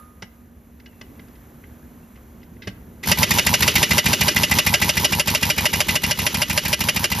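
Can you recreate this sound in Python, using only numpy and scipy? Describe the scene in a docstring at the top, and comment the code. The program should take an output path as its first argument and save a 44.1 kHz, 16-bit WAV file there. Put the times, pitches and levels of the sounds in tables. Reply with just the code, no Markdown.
"""A noisy truck shop, a two-port microphone close to a pneumatic impact wrench on a wheel nut.
The socket is fitted with small clinks, then the tool hammers: each blow stalls the vane motor, the cam
slips free with a rattle, and the motor runs up again in quickening exhaust puffs until the next blow.
Farther off, machines rumble and hum and an air line hisses; the bay returns a little echo."""
import sys
import numpy as np
from scipy import signal
from scipy.fft import rfft, irfft, next_fast_len
from scipy.io import wavfile
from scipy.ndimage import map_coordinates

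SR = 44100
rng = np.random.default_rng(int(sys.argv[2]) if len(sys.argv) > 2 else 0)


def transcribe(u):
    """Save the signal u as a 16-bit wav file named by the first command-line argument.

    u: samples, shape (n,) or (channels, n), limited to [-1, 1]; the rate is SR.
    q: integer samples, one column per channel.
    """
    v = np.clip(np.atleast_2d(u).T, -1, 1)
    q = np.round(v * 32767).astype(np.int16)
    wavfile.write(sys.argv[1], SR, q)


N = 317501
TIME = np.arange(N) / SR
T = np.arange(-SR // 10, SR // 10 + 1) / SR  # seconds around one short event

# The wrench close up, a row per hammer turn:
# (stalled rotor jerks free [s], rattle level [dB], blow on the anvil [s], blow level [dB])
HAMMER_TURNS = [(3.083, -28, 3.1158, -2.5), (3.1834, -15, 3.23, -2), (3.3173, -4.5, 3.3848, -2.5),
                (3.4748, -4, 3.5389, -2.5), (3.6167, -26, 3.6781, -2), (3.765, -3.5, 3.8286, -1),
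                (3.9172, -4.5, 3.9807, -0.5), (4.0675, -4.5, 4.131, -2), (4.219, -4, 4.2812, -3),
                (4.371, -4, 4.4335, -2), (4.5217, -3.5, 4.586, -2.5), (4.6747, -4.5, 4.7394, -1),
                (4.826, -4, 4.8913, -3), (4.9793, -7.5, 5.0448, -3), (5.132, -6, 5.1964, -3),
                (5.284, -5, 5.3482, -5), (5.4363, -6.5, 5.5, -4), (5.5888, -6, 5.6549, -4),
                (5.7412, -6, 5.8042, -4.5), (5.8938, -5.5, 5.9544, -4.5), (6.0446, -8, 6.11, -5),
                (6.1989, -11.5, 6.2645, -5.5), (6.3533, -9.5, 6.4179, -4), (6.5079, -9, 6.576, -4),
                (6.6615, -8.5, 6.7287, -5), (6.8159, -10.5, 6.8862, -4), (6.9711, -8.5, 7.0414, -5),
                (7.1268, -11.5, 7.1964, -11)]
# Rattles out of step, as the tool starts and where the cam catches late: (time [s], level [dB])
ODD_RATTLES = [(3.034, -20), (3.0894, -25), (3.6228, -3)]
RATTLE_LEAD_S = 0.0077  # the cam rattles ahead of the jerk's pop


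def hammer():
    """A blow lands hard on the anvil and chatters briefly; the cam rattle builds more slowly."""
    chatter = swell(0.0011, 0.0069) + 0.47 * np.roll(swell(0.0097, 0.0051), round(0.0063 * SR))
    blows = strikes([turn[2:] for turn in HAMMER_TURNS], chatter, lead_s=0,
                    taps=[(.3, 27.46), (5.43, 26.65)], chatter_db=0, crash_db=12, column=BLOW)
    slips = [(s - RATTLE_LEAD_S, db) for s, db, *_ in HAMMER_TURNS] + ODD_RATTLES
    rattles = strikes(slips, swell(0.0072, 0.0097), lead_s=0.0017,
                      taps=[(1, 22), (6, 19.5)], chatter_db=9.5, crash_db=11, column=RATTLE)
    return blows + rattles


def strikes(events, chatter, lead_s, taps, chatter_db, crash_db, column):
    """Repeatable taps (delay [ms], level [dB]) set the ring; fine random chatter roughens its treble."""
    s, db = np.transpose(events)
    grit = played(s - lead_s, db, chatter) * rng.standard_normal((2, N)) * amp(2 * wobble(500))
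    impulse = 1. * (T == 0)
    knocks = sum(played(s + ms / 1000, db + tap_db + rng.normal(0, 0.98, len(s)), impulse)
                 for ms, tap_db in taps)
    force = knocks + amp(chatter_db) * filtered(grit[0], band(1150, 20000))
    return steel(force, amp(crash_db) * grit[1], column)


# Anvil, socket and wheel ringing near the microphone:
# (frequency [Hz], width [Hz], gain for a blow [dB], for a rattle [dB], for a clink [dB])
STEEL_MODES = [(604.5, 38, -1.5, -6, 3), (867, 104, -54, -6.5, -1), (1625, 44, -3, -14, 0.5),
               (1986, 15.6, 0, -5, -2), (2004, 106, 0.5, -1.5, 0), (2424, 64, -1.5, -4, -15),
               (2600, 88, -3, -11, -12), (2780, 53, 2, -4, -7), (2920, 19, 3.5, -5, -1.5),
               (3170, 47, -2.5, -12.5, -6), (3638, 55, -5, -12, -26), (4530, 60, -6, -13.5, -40),
               (4988, 193, -6.5, -16, -18), (5500, 49, -6.5, -12.5, -5.5), (5670, 83, -4.5, -13.5, -22),
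               (7400, 670, -13, -17.5, -44), (9430, 65, -19, -37, -32), (11070, 80, -5.5, -19, -32)]
BLOW, RATTLE, CLINK = 2, 3, 4  # its gain columns
# Each mode's change as the nut seats: (rise [dB])
SEATING_RISE = [1.5, 4, 2, -4.5, -3.5, 2, -2, 1.5, 0.5, 0, -4.5, -3, 0.5, 3, -1.5, 0, 0, 4.5]
SEATING_S = (3.2, 6)
# Dense modes between the clear ones: (frequency [Hz], gain [dB])
CRASH_TONE = [(300, -28.5), (700, -23), (1400, -21.5), (3000, -20), (5600, -22), (8300, -30.5),
              (12000, -26), (14000, -36), (15600, -52)]


def steel(force, grit, column):
    """The force rings the modes, recoloured as the nut seats; grit feeds a broadband crash."""
    seated = np.interp(TIME, SEATING_S, [0, 1])
    db = np.transpose(STEEL_MODES)[column] + np.outer([-.5, .5], SEATING_RISE)  # loose, seated
    gains = amp(db) * (-1) ** np.arange(len(STEEL_MODES))
    modes = lambda f: gains @ np.array([peak(f, hz, width) for hz, width, *_ in STEEL_MODES])
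    ring = filtered(force * [1 - seated, seated], modes).sum(axis=0)
    return ring + filtered(grit, lambda hz: amp(along(CRASH_TONE, hz)))


# Air through the motor: (time [s], leak level [dB], jerk puff level [dB], run-up puff level [dB])
MOTOR_AIR = [(3.02, -41, -14.5, -16.5), (3.09, -27.5, -14.5, -17.5), (3.19, -30.5, -20, -16),
             (3.32, -28, -11.5, -16.5), (3.63, -29, -13, -19), (3.93, -28.5, -11.5, -18),
             (4.69, -30.5, -12.5, -19.5), (5.6, -32, -16.5, -21.5), (6.35, -33.5, -16.5, -22),
             (7.2, -33.5, -14, -21.5)]
# Puffs round the jerk: (offset [ms], relative pop [dB], hiss [dB], whistle [dB])
JERK_PAIR = [(-14.5, -8.5, -5, -8.5), (0, -1, 4, 4)]
# Puffs of a run-up: (offset before stretching [ms], relative pop [dB], hiss [dB], whistle [dB])
RUNUP_STRING = [(0, 3, 7.5, 6), (12.46, -1.5, 3, 7), (21.77, -4.5, 0, 6), (29.92, -2.5, -0.5, 8),
                (37.08, -2.5, 4.5, 13.5), (43.9, -3, 0, 5), (55.2, -18, -19, -31)]
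RUNUP_S, RUNUP_WAIT_S = .0368, .013  # longest lead on the blow, shortest wait after the jerk


def motor_puffs():
    """Each turn vents a pair, then a quickening string: rows of (s, dB, pop, hiss, whistle dB)."""
    jerk_s, _, blow_s, _ = np.transpose(HAMMER_TURNS)
    runup_s = np.maximum(blow_s - RUNUP_S, jerk_s + RUNUP_WAIT_S)
    stretch = 1.02 * ((blow_s - runup_s) / RUNUP_S) ** .48  # a short run-up crowds its puffs
    at, _, jerk_db, runup_db = np.transpose(MOTOR_AIR)
    jerks = [(s + ms / 1000, np.interp(s, at, jerk_db), *levels)
             for s in jerk_s for ms, *levels in JERK_PAIR]
    runups = [(s + k * ms / 1000, np.interp(s, at, runup_db), *levels)
              for s, k in zip(runup_s, stretch) for ms, *levels in RUNUP_STRING]
    return jerks + runups


# The exhaust jet at close range: (frequency [Hz], spectral level [dB])
JET_TONE = [(700, 6.5), (1300, -1.5), (2000, -3.5), (3000, -4.5), (4200, -2), (5600, -3), (8300, -8.5),
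            (10000, -3), (12500, 1.5), (14300, -3), (15600, -29)]


def exhaust():
    """Each vane chamber vents: hiss and a short whistle first, then a low pop out of the muffler."""
    s, db, *levels = np.transpose(motor_puffs())
    scatter_db = [[.8], [1.2], [.8]] * rng.standard_normal((len(s), 3)).T
    pop_db, hiss_db, whistle_db = db + levels + scatter_db
    pop = np.exp(-.5 * ((T - .0008) / 0.0028) ** 2) * np.cos(2 * np.pi * 170 * T)
    pop += 0.66 * np.exp(-.5 * ((T - .008) / 0.0033) ** 2) * np.cos(2 * np.pi * 72 * (T - .012))
    whistle = np.cos(2 * np.pi * 930 * T) + 0.23 * np.cos(2 * np.pi * 500 * T)
    whistle *= np.exp(-.5 * (T / 0.0015) ** 2)
    vent_s = s - .0085
    jet = played(vent_s - .003, hiss_db - 7, swell(0.004, 0.0051))
    hiss = filtered(jet * noise(JET_TONE), band(890, 16400))
    return played(s, pop_db, pop) + played(vent_s, whistle_db - 11.5, whistle) + hiss


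# The leak at close range: (frequency [Hz], spectral level [dB])
LEAK_TONE = [(400, 4), (700, -12), (1300, -5.5), (2000, -2), (3000, 1.5), (4200, -4), (5600, -3.5),
             (7000, -6), (8300, -14.5), (10000, -10.5), (12000, -10), (13800, -11.5), (15300, -30)]


def vane_leak():
    """Air hisses past the vanes for as long as the tool runs."""
    leak_db = curves(MOTOR_AIR)[0] + 2.4 * wobble(40)
    return amp(leak_db) * (TIME > 3.03) * noise(LEAK_TONE)


# Socket and tool touch nut and rim, near the microphone:
# (time [s], level [dB], relative thud [dB], contact decay [ms], low edge [Hz], high edge [Hz])
TOUCHES = [(0.222, -29.5, -7, 8, 390, 9600), (0.799, -42, -25, 4, 1300, 6500),
           (0.8592, -37.5, -18, 5.9, 1290, 7000), (0.927, -44, -17, 3, 1700, 2600),
           (1.012, -33.5, -11, 4.4, 390, 9000), (1.1937, -40.5, -13, 5.2, 500, 5500),
           (1.284, -44, -17, 2, 3000, 6500), (1.354, -46, -22, 4.6, 1500, 6000),
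           (1.6375, -33.5, -18, 3.2, 1500, 2780), (2.156, -49.5, -20, 18, 1200, 5000),
           (2.4164, -49, -20, 3, 1500, 5000), (2.43, -44, -22, 4.5, 1500, 6500),
           (2.565, -47, -20, 4, 1500, 3000), (2.62, -34, -10, 17, 1550, 5540),
           (2.672, -27.5, 0, 11, 300, 11700)]


def socket_clinks():
    """Light touches ring the same steel, each over its own band; the heavier ones thud in the tyre."""
    grit = rng.standard_normal(N)
    force = sum(filtered(grit * played([s], [db + 12], swell(0.0013, ms / 1000)), band(low, high))
                for s, db, _, ms, low, high in TOUCHES)
    s, db, thud_db, *_ = np.transpose(TOUCHES)
    thud = swell(0.011, 0.012) * (np.sin(2 * np.pi * 105 * T) + 1.02 * np.sin(2 * np.pi * 190 * T))
    thud += 1.02 * swell(0.0011, 0.0057) * np.sin(2 * np.pi * 420 * T)
    return steel(force, amp(7.5) * force, CLINK) + played(s, db + thud_db, thud)


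# Faint rings among the clinks: (time [s], frequency [Hz], level [dB], time to fall 60 dB [s])
THIN_RINGS = [(0, 1233, -45, .25), (0, 1231, -51, 1.4), (0, 11127, -56, .7), (.9, 2700, -62, .6),
              (1.16, 2700, -65, .5), (2.03, 2700, -62, .15)]


def thin_rings():
    """Lone thin tones flicker as they die away."""
    rings = np.zeros(N)
    for s, hz, db, t60 in THIN_RINGS:
        level_db = db - 60 * np.abs(TIME - s) / t60 + 1.6 * wobble(29)
        rings += (TIME > s) * amp(level_db) * np.sin(2 * np.pi * hz * TIME)
    return rings


# The shop floor, well back from the microphone: (time [s], rumble level [dB], hiss level [dB])
SHOP_LEVELS = [(0.0, -50, -55.5), (0.12, -49, -60.5), (0.32, -49, -58), (0.53, -47.5, -60),
               (0.87, -47, -57.5), (1.02, -44, -56), (1.18, -44, -55), (1.49, -43.5, -56),
               (2.65, -42.5, -54.5), (2.79, -40.5, -52.5), (3.0, -40, -53)]
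# Its room tone: (frequency [Hz], spectral level [dB])
ROOM_TONE = [(30, 2.5), (65, 6.5), (130, -3), (240, -2), (400, -12), (800, -21), (1600, -25), (3000, -34.5),
             (5000, -40.5), (7000, -33.5), (9000, -39), (12000, -28), (14000, -33), (15500, -35)]
# Distant machines: (frequency [Hz], pitch waver [Hz], level waver [dB], relative level [dB])
MACHINE_HUM = [(66.1, 6.05, 5.5, -55), (235.8, 4, 1.8, -50.5)]


def shop():
    """Distant machines rumble and hum; an air line hisses."""
    rumble_db, hiss_db = curves(SHOP_LEVELS)
    bed = noise(ROOM_TONE)
    low = filtered(bed, lambda hz: 1 / (1 + (hz / 700) ** 4))
    hum = np.zeros(N)
    for hz, waver_hz, waver_db, db in MACHINE_HUM:
        gain = amp(db + 1 + waver_db * wobble(25))
        hum += gain * np.sin(2 * np.pi * np.cumsum(hz + waver_hz * wobble(20)) / SR)
    rumble = amp(rumble_db + 1.6 * wobble(6)) * unit(low)
    hiss = amp(hiss_db + 1.1 * wobble(1.7)) * unit(bed - low)
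    return rumble + hiss + hum


# The work bay around the microphone: (frequency [Hz], time to fall 60 dB [s])
BAY_DECAY = [(200, 0.17), (2000, 0.4), (10000, 0.12)]


def bay_echo(x):
    """The bay returns a short diffuse tail, different at each port."""
    hz, t, spectrum = signal.stft(rng.standard_normal((2, SR // 2)), SR, nperseg=256)
    decay = amp(-60 * t / along(BAY_DECAY, hz)[:, None])
    tail = signal.istft(spectrum * decay, SR, nperseg=256)[1]
    sent = filtered(x, band(230, 20000))
    return signal.fftconvolve(sent[None], tail / np.linalg.norm(tail[0]), axes=1)[:, :N]


# Phase across the microphone: (frequency [Hz], left port's lead [rad])
PORT_LEAD = [(0, 0), (600, -.3), (1300, -1.2), (2500, .4), (4200, 0), (6000, -.6), (8300, -np.pi),
             (12100, -2 * np.pi), (15300, -3 * np.pi)]
# Its balance: (frequency [Hz], left minus right [dB])
PORT_TILT = [(90, 0), (150, -1), (250, -2), (700, -1), (1300, -4.5), (2400, -1), (4400, 0)]
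# Sound common to both ports: (frequency [Hz], share of power [0-1])
PORT_SHARE = [(90, 1), (150, .995), (300, .86), (600, .97), (950, .94), (1400, .68), (2500, .96),
              (4200, .995), (6000, .85), (8300, .98), (10000, .8), (12100, .97), (14000, .85), (15300, .99)]


def microphone(x):
    """Both ports hear one sound with a phase lead and tilt, plus a part scattered differently to each."""
    def direct(hz):
        left = amp(along(PORT_TILT, hz) / 2) * np.exp(.5j * np.interp(hz, *np.transpose(PORT_LEAD)))
        return np.sqrt(along(PORT_SHARE, hz)) * np.array([left, 1 / left])
    unshared = filtered(x, lambda hz: np.sqrt(1 - along(PORT_SHARE, hz)))
    spectrum = signal.stft(unshared, nperseg=256)[2]
    phases = np.exp(2j * np.pi * rng.random((2, *spectrum.shape)))
    scattered = signal.istft(spectrum * phases, nperseg=256)[1][:, :N]
    return filtered(x, direct) + np.sqrt(2) * scattered


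def amp(db):
    """dB to gain."""
    return 10 ** (np.asarray(db) / 20)


def unit(x):
    """Scaled to rms 1."""
    return x / np.sqrt(np.mean(x ** 2) + 1e-20)


def along(points, hz):
    """(Hz, value) points interpolated on a log axis."""
    f, v = np.transpose(points)
    return np.interp(np.log(hz + 1), np.log(f + 1), v)


def curves(rows):
    """One value per sample for each column after the time."""
    s, *cols = np.transpose(rows)
    return [np.interp(TIME, s, c) for c in cols]


def wobble(rate):
    """A smooth random curve, rate knots a second."""
    return map_coordinates(rng.standard_normal(int(N * rate / SR) + 4), [TIME * rate])


def filtered(x, response):
    """x through a complex frequency response."""
    m = next_fast_len(N + SR // 2)
    return irfft(rfft(x, m) * response(np.fft.rfftfreq(m, 1 / SR)), m)[..., :N]


def noise(tone):
    """Noise of rms 1 with a (Hz, dB) spectrum."""
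    return unit(filtered(rng.standard_normal(N), lambda hz: amp(along(tone, hz))))


def peak(f, hz, width):
    """One resonance, gain 1 at its centre."""
    return 1j * f * width / (hz * hz - f * f + 1j * f * width)


def band(low_hz, high_hz):
    """A soft-edged band response."""
    return lambda hz: hz ** 4 / (hz ** 4 + low_hz ** 4) / (1 + (hz / high_hz) ** 6)


def played(times, db, shape):
    """A copy of shape centred on each time."""
    at = np.round(np.asarray(times) * SR).astype(int)
    return signal.fftconvolve(np.bincount(at, amp(db), N + SR), shape, "same")[:N]


def swell(rise_s, fall_s):
    """An envelope that is silent until 0 s, rises and dies away."""
    t = np.maximum(T, 0)
    shape = (1 - np.exp(-t / rise_s)) * np.exp(-t / fall_s)
    return shape / shape.max()


def scene():
    """The tool close to the microphone, the shop behind, a little echo from the bay."""
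    tool = hammer() + exhaust() + vane_leak()
    touches = socket_clinks() + thin_rings()
    echo = bay_echo(amp(-43.5) * tool + amp(-14.5) * touches)  # the echo after the clinks stands out far more than after the tool
    return microphone(tool + touches + shop()) + echo


def record(dry):
    """The input rounds off the highest peaks, rolls off deep bass and cuts all above its band limit."""
    ceiling, bass_hz, top_hz = .95, 46.7, 15770
    soft = dry / (1 + np.abs(dry / ceiling) ** 4) ** .25
    return filtered(soft, lambda hz: (hz < top_hz) * hz ** 4 / (hz ** 4 + bass_hz ** 4))


dry = scene()
out = record(dry)
transcribe(out)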